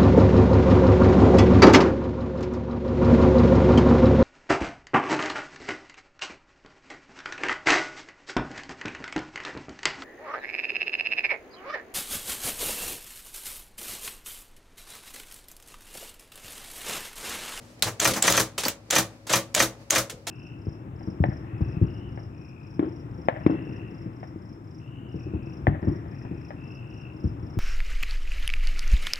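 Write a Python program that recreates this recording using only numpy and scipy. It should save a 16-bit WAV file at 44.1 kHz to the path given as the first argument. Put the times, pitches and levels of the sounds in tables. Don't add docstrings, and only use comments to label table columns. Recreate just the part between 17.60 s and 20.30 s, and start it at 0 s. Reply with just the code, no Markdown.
import sys
import numpy as np
from scipy import signal
from scipy.fft import rfft, irfft
from scipy.io import wavfile
from scipy.ndimage import uniform_filter1d

SR = 44100
rng = np.random.default_rng(int(sys.argv[2]) if len(sys.argv) > 2 else 0)


def wrap_up_sound(samples):
    columns = np.atleast_2d(samples).T
    tamed = np.clip(columns, -1, 1)
    steps = np.round(tamed * 32767).astype(np.int16)
    wavfile.write(sys.argv[1], SR, steps)


N = 119070
T = np.arange(N) / SR

# (pitch [Hz], level [dB], t60 [s])
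CASE_MODES = [(58, -11.5, .25), (119.4, -3, 0.23), (186.8, -2, 0.24), (234.4, -10.5, 0.25),
              (323.8, 2, 0.22), (376, -10, 0.091), (434.4, -9.5, 0.22), (526, -5.5, 0.15), (545, -7, 0.31),
              (685, -12, 0.0996), (772, -14, 0.2)]


def undb(db):
    return 10 ** (np.asarray(db) / 20)


def decay(t, t60):
    return np.exp(-np.log(1000) * t / t60)


def curve(points, hz):
    freqs, values = np.array(points, float).T
    return np.interp(np.log(hz + 1), np.log(freqs), values)


def colour(x, eq):
    gain = undb(curve(eq, np.fft.rfftfreq(2 * N, 1 / SR)))
    cepstrum = irfft(np.log(gain / np.sqrt(np.mean(gain ** 2))))
    fold = np.r_[1, np.full(N - 1, 2), np.zeros(N)]
    return irfft(rfft(x, 2 * N) * np.exp(rfft(cepstrum * fold)))[..., :N]


def add(out, s, x):
    i = max(int(s * SR), 0)
    n = min(N - i, x.shape[-1])
    out[:, i:i + n] += x[:, :n]


def drift(rate_hz):
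    k = int(SR / rate_hz)
    return uniform_filter1d(np.repeat(rng.standard_normal(N // k + 1), k), k)[:N]


def rattle(attack, hold, t60, grain_db=1.5):
    t = T[:SR // 2]
    size = undb(grain_db * np.repeat(rng.standard_normal(len(t) // 25), 25))
    grains = rng.standard_normal((2, len(t))) * size / np.sqrt(np.mean(size ** 2))
    return grains * np.minimum(t / attack, 1) * decay(np.maximum(t - attack - hold, 0), t60)


def ring(modes, scatter_db, detune):
    t, out = T[:SR // 2], 0
    for hz, db, t60 in modes:
        phase = np.array([[np.pi / 4], [np.pi]]) * rng.standard_normal((2, 1))
        pitch = hz * (1 + detune * rng.standard_normal())
        gain = undb(db + scatter_db * rng.standard_normal())
        onset = 1 - np.exp(-2 * hz * t)
        out = out + gain * np.sin(2 * np.pi * pitch * t + phase) * onset * decay(t, t60)
    return out


def motor():
    # (pitch [Hz], rms level [dB])
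    hum_tones = [(58, -61.5), (101, -64.5), (108, -57.5), (119, -69.5), (242, -61), (315, -63),
                 (555, -63.5)]
    # (frequency [Hz], gain [dB])
    whirr_eq = [(15, -55.5), (25, -39), (120, -4.5), (161, -13), (256, -14.5), (416, -18.5), (531, -18),
                (1650, -33.5), (2550, -34.5), (3250, -41), (4870, -37), (14000, -53.5), (16000, -56)]
    whirr = colour(rng.standard_normal((2, N)), whirr_eq) * undb(-51 + 1.6 * drift(25))
    hum = 0
    for hz, db in hum_tones:
        gain = np.sqrt(2) * undb(db + 2.3 * drift(7.47))
        hum = hum + gain * np.sin(2 * np.pi * (hz * T + rng.random()) + 0.41 * drift(6.2))
    return whirr + hum


def keyboard():
    # (time [s], level [dB], t60 [s])
    clack_hits = [(0.192, -53.5, 0.024), (.224, -23.5, 0.21), (.396, -26.5, 0.14), (0.507, -26, .09),
                  (0.534, -28, 0.21), (.621, -26.5, 0.24), (0.9784, -24.5, 0.2), (1.034, -26.5, 0.11),
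                  (1.082, -29, 0.13), (1.302, -27, .12), (1.6675, -37, 0.3), (1.696, -37, 0.16),
                  (1.942, -29, 0.17), (2.3, -30, .12), (2.496, -32.5, 0.1), (2.668, -30.5, 0.38)]
    # (frequency [Hz], gain [dB])
    clack_eq = [(80, -1.5), (300, -1), (600, 1.5), (1500, -1), (3300, 1), (4800, -1.5), (6800, -0.5),
                (10000, -6.5), (16000, -18)]
    # (time [s], level [dB])
    thud_hits = [(.25, -33), (.495, -29), (2.515, -41.5), (2.561, -52.5)]
    # (frequency [Hz], gain [dB])
    thud_eq = [(25, -2), (55, -5.5), (130, 3.5), (250, -11), (500, -2), (1200, -49), (16000, -93)]
    clacks, thuds = np.zeros((2, 2, N))
    for s, db, t60 in clack_hits:
        add(clacks, s, undb(db) * rattle(attack=0.0022, hold=0.0016, t60=t60))
    for s, db in thud_hits:
        add(thuds, s, undb(db) * rattle(attack=0.0037, hold=0.017, t60=0.2))
    add(clacks, 0, undb(-61) * rattle(attack=0.02, hold=0.12, t60=0.17))
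    return colour(clacks, clack_eq) + colour(thuds, thud_eq)


def latches():
    # (time [s], crack level [dB], ring pitch [Hz], ring level [dB], ring t60 [s])
    clicks = [(0.2234, -13.5, 3960, -11, 0.023), (0.4005, -21, 6720, -16, 0.022),
              (0.6249, -19.5, 7720, -11, 0.02), (0.724, -15.5, 6600, -12.5, 0.01),
              (1.0525, -25, 4770, -20, 0.025), (1.0828, -18, 13700, -20.5, 0.021),
              (1.3081, -15, 6840, -13.5, 0.016), (1.949, -14.5, 7200, -13.5, .018),
              (2.3064, -15, 6730, -7.5, 0.015)]
    # (multiple of its pitch [ratio], level [dB])
    partials = [(.5, -10), (.885, -16), (.945, -3), (1, 0), (1.075, -3.5), (1.26, -13.5)]
    # (frequency [Hz], gain [dB])
    crack_eq = [(100, -19), (600, -24), (1500, 2), (3500, -0.5), (7000, 3), (10000, -6), (16000, -6)]
    cracks, rings = np.zeros((2, 2, N))
    for s, crack_db, hz, ring_db, t60 in clicks:
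        modes = [(hz * ratio, db, t60) for ratio, db in partials]
        for lag, hit_db in [(0, 0), (0.008, -15)]:
            crack = rattle(attack=0.0001, hold=0.00017, t60=0.023)
            crack[0, 0] += undb(-0.5)
            add(cracks, s + lag, undb(crack_db + hit_db) * crack)
            add(rings, s + lag, undb(ring_db + hit_db) * ring(modes, scatter_db=0.6, detune=0.0069))
    return colour(cracks, crack_eq) + rings


def spacing():
    # (time [s], level [dB])
    spaces = [(.264, -5), (.557, -2.5), (1.049, -3)]
    # (frequency [Hz], gain [dB])
    slide_eq = [(60, -6), (130, -14), (220, 18), (330, 3), (550, 11), (1000, 7.5), (2000, 3.5), (4000, -8),
                (6000, 0), (10000, -9.5), (16000, -11)]
    travel_s = 0.009
    slides, thumps = np.zeros((2, 2, N))
    for s, db in spaces:
        add(slides, s, undb(db - 23) * rattle(attack=travel_s, hold=0.01, t60=0.11))
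        add(thumps, s + travel_s, undb(db - 35.5) * ring(CASE_MODES, scatter_db=1, detune=0.01))
    return colour(slides, slide_eq) + thumps


def printing():
    # (time [s], blow level [dB], level of the rest of the cycle [dB])
    letters = [(0.453, -0.5, 0), (.678, 0, 0), (.776, -1, 0), (1.3615, -1, 0.5), (1.7353, 0, -1),
               (2.0018, 0, -0.5), (2.359, -2.5, -1.5)]
    # (pitch [Hz], level [dB], t60 [s])
    platen_modes = [(550.3, -6, 0.14), (661, -6.5, 0.096), (905, -6, 0.072), (987, -3, .05),
                    (1167, -4.5, 0.077), (1317, -1.5, 0.065), (1592, 1, 0.023), (1772, -4, 0.06),
                    (1890, 0.5, 0.059), (2094, -8, 0.042), (2413, 0, 0.056), (2620, -22, 0.068),
                    (5890, -4, 0.065), (6210, -3, 0.079), (6300, -5, 0.076)]
    # (time from the blow [s], level [dB])
    jolts = [(-.036, -4.5), (.004, -2), (.021, 1)]
    # (frequency [Hz], gain [dB])
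    linkage_eq = [(60, -6.5), (220, -13.5), (400, -2.5), (560, 10), (800, 0), (1400, 3), (2600, -2),
                  (3600, 1), (4600, -5.5), (6600, -1.5), (10000, -10), (16000, -23)]
    # (frequency [Hz], gain [dB])
    pawl_eq = [(100, -27), (1000, -13), (2400, -1), (3600, 5), (6500, 6), (10000, 0.5), (16000, -8)]
    # (frequency [Hz], gain [dB])
    blow_eq = [(80, -4.5), (300, 0.5), (600, -5), (1900, 3), (3300, 0), (4800, -3), (6500, -4), (8300, -7),
               (12000, -11), (16000, -19)]
    # (frequency [Hz], gain [dB])
    clatter_eq = [(60, -2.5), (250, -3.5), (600, 5), (850, 0), (1250, 4), (2000, -1.5), (2900, -6),
                  (3700, -2), (4600, -3), (6300, -1), (8500, -5.5), (11000, -6), (16000, -12)]
    hard_grain_db = 2.1
    linkage, pawls, blows, clatter, rings = np.zeros((5, 2, N))
    for s, blow_db, cycle_db in letters:
        turn = rattle(attack=0.0036, hold=0.018, t60=0.26, grain_db=hard_grain_db)
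        add(linkage, s - 0.042, undb(cycle_db - 24) * turn)
        tick = rattle(attack=0.001, hold=0.002, t60=0.05)
        add(pawls, s - 0.0087, undb(cycle_db - 21) * tick)
        slap = rattle(attack=0.0005, hold=0.00091, t60=0.14, grain_db=hard_grain_db)
        add(blows, s, undb(blow_db - 18) * slap)
        add(rings, s, undb(blow_db - 17) * ring(platen_modes, scatter_db=0, detune=0.005))
        fall = rattle(attack=0.0011, hold=0.006, t60=0.13, grain_db=hard_grain_db)
        add(clatter, s + 0.02, undb(cycle_db - 20) * fall)
        for lag, jolt_db in jolts:
            thump = ring(CASE_MODES, scatter_db=1, detune=0.01)
            add(rings, s + lag, undb(cycle_db + jolt_db - 29) * thump)
    wind_up = colour(linkage, linkage_eq) + colour(pawls, pawl_eq)
    return wind_up + colour(blows, blow_eq) + colour(clatter, clatter_eq) + rings


def room(x):
    # (centre [Hz], level [dB], t60 [s])
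    bands = [(130, -15.5, 0.29), (550, -7, .31), (2400, -13.5, 0.22), (7000, -10, 0.17), (14000, -8, 0.068)]
    hz, tail = np.fft.rfftfreq(N, 1 / SR), 0
    noise = rfft(rng.standard_normal((2, N)))
    for centre, db, t60 in bands:
        passband = curve([(other, other == centre) for other, _, _ in bands], hz)
        unit_energy = np.sqrt(2 * np.log(1000) / (t60 * SR))
        tail = tail + undb(db) * irfft(noise * passband, N) * decay(T, t60) * unit_energy
    fade_in = np.minimum(T / 0.02, 1)
    return signal.fftconvolve(x, tail * fade_in, axes=1)[:, :N]


def spread(x, width):
    # (frequency [Hz], left minus right [dB])
    balance = [(60, 1.5), (600, 1.7), (2800, 1), (5500, -0.7), (15000, -0.6)]
    mid, side = rfft(x, 2 * N)
    hz = np.fft.rfftfreq(2 * N, 1 / SR)
    sign = np.array([[1], [-1]])
    stereo = mid + sign * side * undb(curve(width, hz))
    return irfft(stereo * undb(sign * curve(balance, hz) / 2))[:, :N]


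def scene():
    # (frequency [Hz], side against mid [dB])
    direct_width = [(60, -25), (900, -20), (1500, -17.5), (2800, -10.5), (5500, -10.5), (9000, -8.5),
                    (13000, -3.5)]
    # (frequency [Hz], side against mid [dB])
    room_width = [(60, -20), (500, -16), (1300, -12), (2800, -0.5), (5500, 1), (9000, 5), (13000, 13)]
    # (frequency [Hz], side against mid [dB])
    motor_width = [(100, -19.5), (500, -9.5), (1200, 0.5), (2500, 2.5), (13000, 0)]
    typing = keyboard() + latches() + printing() + spacing()
    echoes = room(typing[:1])
    return spread(typing, direct_width) + spread(echoes, room_width) + spread(motor(), motor_width)


def record(dry):
    low_cut_hz, top_hz = 35, 15700
    low_cut = signal.butter(2, low_cut_hz, "high", fs=SR, output="sos")
    high_cut = signal.ellip(8, 0.2, 80, top_hz, fs=SR, output="sos")
    clipped = np.clip(signal.sosfilt(low_cut, dry), -1, 1)
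    return signal.sosfilt(high_cut, clipped)


dry = scene()
out = record(dry)
wrap_up_sound(out)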